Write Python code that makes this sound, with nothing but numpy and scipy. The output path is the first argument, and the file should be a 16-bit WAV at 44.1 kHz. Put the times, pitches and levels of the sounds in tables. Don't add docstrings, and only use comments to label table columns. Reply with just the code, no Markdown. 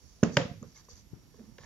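import sys
import numpy as np
from scipy import signal
from scipy.io import wavfile

SR = 44100
rng = np.random.default_rng(int(sys.argv[2]) if len(sys.argv) > 2 else 0)


def nominal_scale(level):
    x = np.asarray(level, float) / 20
    return 10 ** x


def materialize(psi):
    bounded = np.clip(np.atleast_2d(psi).T, -1, 1)
    quanta = np.round(bounded * 32767).astype(np.int16)
    wavfile.write(sys.argv[1], SR, quanta)


N = 72765

# hz, level_db (per Hz)
ROOM_AIR = [(22, -23), (35, 5), (60, 0), (100, -3), (160, -6), (250, -10.5), (500, -20.5), (1500, -31.5)]
# hz, level_db (per Hz)
MIC_HISS = [(1500, -1), (2500, 5), (4000, 0.5), (5600, 11.5), (7000, 3.5), (9000, -14), (16000, -4.5)]
# hz, likeness (0-1)
STEREO_LIKENESS = [(40, 0.1), (150, 0.7), (500, 0.6), (2000, 0.02), (5000, 0.1), (12000, .0)]
# pitch_hz, width_hz, level_db, wander_hz
WHINE_TONES = [(5616, 39, -74.5, 27), (11250, 35, -80.5, 220), (14050, 99, -88, 22)]
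# hz, level_db, t60_s
ROOM_ECHO = [(60, -19, 0.35), (130, -22.5, 0.5), (252, -18, 0.42), (530, -18, 0.32), (750, -18, 0.23),
             (1200, -16.5, 0.28), (3000, -20, 0.41), (6060, -16, 0.34), (9900, -25, 0.17)]
# start_s, length_s, level_db, wall_db (bowl wall against rim)
STROKES = [(-0.01, 0.23, -74.5, -33), (0.312, 0.091, -56, -33), (0.666, 0.067, -69, -17.5),
           (0.741, 0.084, -61.5, -4.5), (0.831, 0.042, -76, -9.5), (0.885, 0.073, -57, -12),
           (0.95, 0.043, -58, -10.5), (0.984, 0.042, -67.5, -17.5), (1.32, 0.23, -79, -2),
           (1.569, 0.11, -77.5, 15), (1.639, 0.019, -76, 12.5)]
# pitch_hz, width_hz, level_db
RIM_PEAKS = [(4700, 197, 2.5), (5960, 510, 1.5), (6460, 480, 0), (7200, 540, 0)]
# pitch_hz, width_hz, level_db
WALL_PEAKS = [(950, 390, 10.5), (1170, 180, -1.5), (1784, 96, 12.5), (2040, 370, 10), (3330, 3300, 7.5)]
# start_s, peak_db, hardness_hz (of the contact), crack_db, pan_db (left over right)
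TAPS = [(.2295, -31.5, 855, 12.5, -18), (0.233, -22.5, 1900, 14, -5.5), (0.369, -9.5, 3500, 4.5, -5),
        (0.3704, -26.5, 4016, 6, -3), (0.3722, -17.5, 2520, -33.5, 13), (0.6275, -39, 710, 7, -2),
        (0.8863, -48.5, 800, -19.5, -7.5), (.9145, -65.5, 5050, 3.5, -8), (1.341, -56, 904, -16, -4.5),
        (1.395, -51, 704, -25.5, -6), (1.5826, -57.5, 5900, 10, 9), (1.5838, -47, 6040, 6, 4),
        (1.5855, -42.5, 2000, -21, -12), (1.6345, -47.5, 3000, 3, -11.5)]
# pitch_hz, level_db, t60_s
BOWL_MODES = [(387, -19, 0.0027), (461, 2.5, 0.022), (564, -1, 0.028), (716, -5.5, 0.012), (922, -2, 0.013),
              (1190, -23, 0.012), (1260, -14.5, 0.005), (1746, 6, 0.006), (2000, -3.5, 0.018),
              (2300, -6, 0.017), (2710, -6.5, 0.016), (3075, 2, 0.0069), (4900, -0.5, .004),
              (5370, -4, 0.0023)]
# middle_s, peak_db, pitch_hz, length_s,
# pan_db (left over right)
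THUDS = [(0.2323, -13, 460, 0.0049, -6), (0.2337, -8, 205.6, 0.0099, -5.5),
         (0.3746, -18.5, 149, 0.02, -6.5), (.376, -20.5, 522, 0.014, -6.5), (0.411, -33.5, 130, 0.052, -3),
         (0.395, -35, 490.5, 0.04, 4), (0.438, -38, 507.4, 0.051, -1), (0.42, -37, 539, 0.049, -3),
         (0.251, -26, 258, 0.017, 1), (0.284, -45, 90, 0.024, -1), (.05, -55.5, 72, .1, -17),
         (0.118, -53.5, 58, 0.032, -15.5), (.684, -50, 130, 0.01, -3), (0.6182, -43, 240, 0.0098, -2),
         (.455, -24.5, 141, 0.0081, -3.5), (.5155, -31, 144, 0.0096, -10), (0.578, -47.5, 103, 0.072, -6.5),
         (0.6269, -33.5, 178, 0.0079, -9), (0.63, -49, 1190, 0.0075, 4.5), (.634, -44, 500, 0.0073, -8),
         (0.663, -48, 111, 0.029, -9.5), (0.937, -48.5, 62, 0.0337, -12.5),
         (1.1346, -44.5, 308, 0.0067, 16), (1.136, -40, 126.6, 0.011, 21), (1.346, -51.5, 458, 0.01, -7),
         (1.393, -51, 444, 0.018, -7.5), (1.407, -44.5, 230, 0.036, -6), (1.44, -48.5, 219, 0.016, -11.5),
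         (1.487, -49, 220.5, 0.043, -10.5), (1.522, -57, 130, 0.021, -30.5), (1.607, -44, 109, 0.0093, -4),
         (1.643, -65, 84.05, 0.014, -47)]
# middle_s, peak_db, pitch_hz, length_s,
# pan_db (left over right)
TICKS_AND_RINGS = [(.2310, -33.5, 5700, .003, -0.5), (0.2363, -22.5, 6500, .003, -0.5), (0.2354, -29, 2760, .004, -3),
                   (.2356, -21.5, 1625, 0.0032, -5.5), (.3705, -25.5, 4900, .004, -10), (0.3719, -34, 3203, .006, -1),
                   (0.413, -47, 1045, .008, 1.5), (.416, -40, 3130, .008, 0), (.6285, -42, 6700, .0018, 1),
                   (0.641, -58, 1140, .006, -12), (0.646, -49, 450, .008, 1), (0.747, -59.5, 4730, .006, -8),
                   (.766, -49, 6250, .005, -2.5), (.770, -61, 2150, .014, -16), (0.776, -49, 6660, .004, -3),
                   (.887, -52.5, 1054, .006, 2.5), (.894, -47.5, 6200, .004, -1.5), (0.911, -52.5, 4560, 0.0094, 5.5),
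                   (0.957, -49, 6500, .005, -2.5), (.968, -67.5, 4360, .005, 4.5), (0.992, -69.5, 4700, .008, 3.5),
                   (1.344, -60.5, 1050, 0.0077, -4), (.917, -61, 480, 0.029, -6), (.30, -47.5, 560, 0.019, -3),
                   (0.391, -29, 270, .03, -4.5), (1.417, -52.5, 340, .02, -4.5), (1.408, -62.5, 630, .02, -5.5),
                   (1.49, -62, 487, .015, -1.5), (1.5830, -36, 3000, 0.00027, -4), (1.5840, -36, 3400, 0.00037, -1.5),
                   (1.5855, -44, 1500, 0.00093, 0.5), (1.395, -58, 1800, .001, -5),
                   (0.383, -36.5, 918.5, 0.026, -4.5), (0.395, -41, 708, 0.054, -1.5), (.50, -51.5, 703, 0.062, -3),
                   (0.2329, -29, 1260, 0.005, -4), (1.6352, -50, 3500, 0.00036, -8), (1.636, -67.5, 4660, .003, -5)]


def rms_one(x):
    return x / np.sqrt(np.mean(x ** 2) + 1e-20)


def at_hz(points, hz, column=1):
    points = np.array(points)
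    return np.interp(np.log(hz), np.log(points[:, 0]), points[:, column])


def sides(pan_db):
    return nominal_scale(np.array([[pan_db / 2], [-pan_db / 2]]))


def drift(rate_hz):
    pole = np.exp(-2 * np.pi * rate_hz * 40 / SR)
    steps = rng.standard_normal(N // 40 + 2002)
    slow = signal.lfilter([1], [1, -2 * pole, pole * pole], steps)[2000:]
    return np.interp(np.arange(N) / 40, np.arange(len(slow)), rms_one(slow - slow.mean()))


def resonance(x, hz, width_hz):
    r = np.exp(-np.pi * width_hz / SR)
    poles = [1, -2 * r * np.cos(2 * np.pi * hz / SR), r * r]
    return signal.lfilter([(1 - r * r) / 2, 0, (r * r - 1) / 2], poles, x)


def noise_bands():
    edges = 22 * 2 ** np.arange(0, 9.6, 0.5)
    white = rng.standard_normal((2, 2, N))
    for k, (low, high) in enumerate(zip(edges, edges[1:])):
        band = signal.butter(2, [low, high], "band", fs=SR, output="sos")
        mid, side = signal.sosfilt(band, white[k % 2])
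        hz = np.sqrt(low * high)
        alike = at_hz(STEREO_LIKENESS, hz)
        yield hz, np.sqrt(1 + alike) * mid + np.sqrt(1 - alike) * side * [[1], [-1]]


def air():
    low, hiss = 0, 0
    together = drift(1.0)
    for hz, band in noise_bands():
        if hz < 1500:
            low = low + nominal_scale(at_hz(ROOM_AIR, hz) + together + 2 * drift(16.0)) * band
        else:
            hiss = hiss + nominal_scale(at_hz(MIC_HISS, hz) + 0.54 * drift(10)) * band
    return nominal_scale(-58.5) * sides(-6) * rms_one(low) + nominal_scale(-69) * sides(-4) * rms_one(hiss)


def whine():
    fuzz_share = 0.35
    wander = np.sin(np.pi * np.arange(N) / SR / 1.9) - 0.6
    out = 0
    for hz, width_hz, db, wander_hz in WHINE_TONES:
        fuzz = drift(width_hz) + 1j * drift(width_hz)
        phase = 2 * np.pi * np.cumsum(hz + wander_hz * wander) / SR
        out = out + nominal_scale(db) * np.real((1 + fuzz_share * fuzz) * np.exp(1j * phase))
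    return out * sides(-6.0)


def room(x):
    onset_s, diffuse_hz, diffuse_db = 0.00067, 600, -4
    t = np.arange(N) / SR
    low, high = 0, 0
    for hz, band in noise_bands():
        fade_db = at_hz(ROOM_ECHO, hz) - 21 - 60 * t / at_hz(ROOM_ECHO, hz, column=2)
        decay = nominal_scale(fade_db) * (1 - np.exp(-t / onset_s))
        if hz < diffuse_hz:
            low = low + decay * band
        else:
            broad_band = signal.butter(1, [hz / 1.4, min(hz * 1.4, 20000)], "band", fs=SR)
            source = signal.lfilter(*broad_band, x)
            power = signal.fftconvolve(source ** 2, decay[None] ** 2, axes=1)[:, :N]
            high = high + nominal_scale(diffuse_db) * np.sqrt(np.maximum(power, 0)) * rms_one(band)
    return signal.fftconvolve(x, low, axes=1)[:, :N] + high


def ring_peaks(slips, peaks):
    out = 0
    for hz, width_hz, db in peaks:
        once = resonance(slips, hz, 2 * width_hz)
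        out = out + nominal_scale(db) * resonance(once, hz, 2 * width_hz)
    return rms_one(out)


def scrapes():
    slips_per_s, spread_db = 3000, 3
    t = np.arange(N) / SR
    sizes = nominal_scale(spread_db * np.minimum(rng.exponential(1, (2, N)), 4)) * rng.choice([-1, 1], (2, N))
    slips = sizes * (rng.random((2, N)) < slips_per_s / SR) + 1e-18
    rim = ring_peaks(slips, RIM_PEAKS)
    wall = ring_peaks(slips[0, ::-1], WALL_PEAKS)
    out = np.zeros((2, N))
    for s, length, db, wall_db in STROKES:
        corners_s = [s, s + 0.2 * length, s + 0.46 * length, s + length]
        push = np.interp(t, corners_s, [0.041, 0.95, 1.0, 0.0055])
        out += nominal_scale(db + 3.0) * push * (rim + nominal_scale(wall_db) * wall)
    return out * nominal_scale(2 * drift(45)) * sides(-2.5)


def taps():
    scatter_db, crack_s = 3, 0.0008
    crack_reach = 4
    out = np.zeros((2, N + SR))
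    t = np.arange(SR // 8) / SR
    hz, mode_db, t60 = np.transpose(BOWL_MODES)[:, :, None]
    signs = (-1) ** np.arange(len(BOWL_MODES))[:, None]
    rings = signs * nominal_scale(mode_db - 60 * t / t60) * np.sin(2 * np.pi * hz * t)
    crack_shape = (t / crack_s) * np.exp(-t / crack_s)
    for s, db, hard_hz, crack_db, pan_db in TAPS:
        luck = rng.standard_normal(len(BOWL_MODES))
        body = nominal_scale(scatter_db * luck - 3.5) @ rings
        body = signal.lfilter(*signal.butter(2, min(hard_hz, 9000), fs=SR), body)
        body = signal.lfilter(*signal.butter(1, 300, "high", fs=SR), body)
        bright = signal.lfilter([1, -0.6], 1, rng.standard_normal(len(t)))
        snap = signal.lfilter(*signal.butter(4, min(crack_reach * hard_hz, 17000), fs=SR), bright)
        crack = nominal_scale(crack_db) * snap * crack_shape
        i = int(s * SR)
        out[:, i:i + len(t)] += nominal_scale(db) * sides(pan_db) * (body + crack)
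    return out[:, :N]


def thuds():
    lead_per_db = 0.8
    out = np.zeros((2, N + SR))
    for s, db, hz, length, pan_db in THUDS + TICKS_AND_RINGS:
        t = np.arange(int(length * SR)) / SR - length / 2
        shape = np.cos(np.pi * t / length)
        bend = shape * np.cos(2 * np.pi * hz * t)
        bend = bend - shape * np.mean(bend) / np.mean(shape)
        left, right = nominal_scale(db) * sides(pan_db) * bend
        i = int((s - length / 2) * SR)
        late = i + int(lead_per_db * max(pan_db, 0))
        out[0, i:i + len(t)] += left
        out[1, late:late + len(t)] += right
    return out[:, :N]


def scene():
    close = thuds() + taps() + scrapes()
    close = np.array([close[0], np.roll(close[1], 2)])
    return close + room(close) + air()


def top_cut(x):
    return signal.sosfilt(signal.butter(12, 16500, fs=SR, output="sos"), x)


def record(dry):
    overload = 0.75
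    x = signal.sosfilt(signal.butter(2, 41.5, "high", fs=SR, output="sos"), dry)
    x = x - 0.38 * resonance(x, 4170, 550)
    below_port = signal.sosfilt(signal.cheby1(8, 1, 7070, fs=SR, output="sos"), x)
    treble_leak = signal.sosfilt(signal.butter(2, 9375, "high", fs=SR, output="sos"), x)
    x = below_port + nominal_scale(-38.5 + 14.5) * treble_leak
    x = overload * np.tanh(x / overload)
    circuit = signal.sosfilt(signal.butter(4, 15000, fs=SR, output="sos"), rng.standard_normal(x.shape))
    x = x + whine() + nominal_scale(-73.5) * sides(-4) * circuit
    mix = signal.sosfilt(signal.cheby2(12, 70, 17000, fs=SR, output="sos"), x)
    return top_cut(mix)


dry = scene()
out = record(dry)
materialize(out)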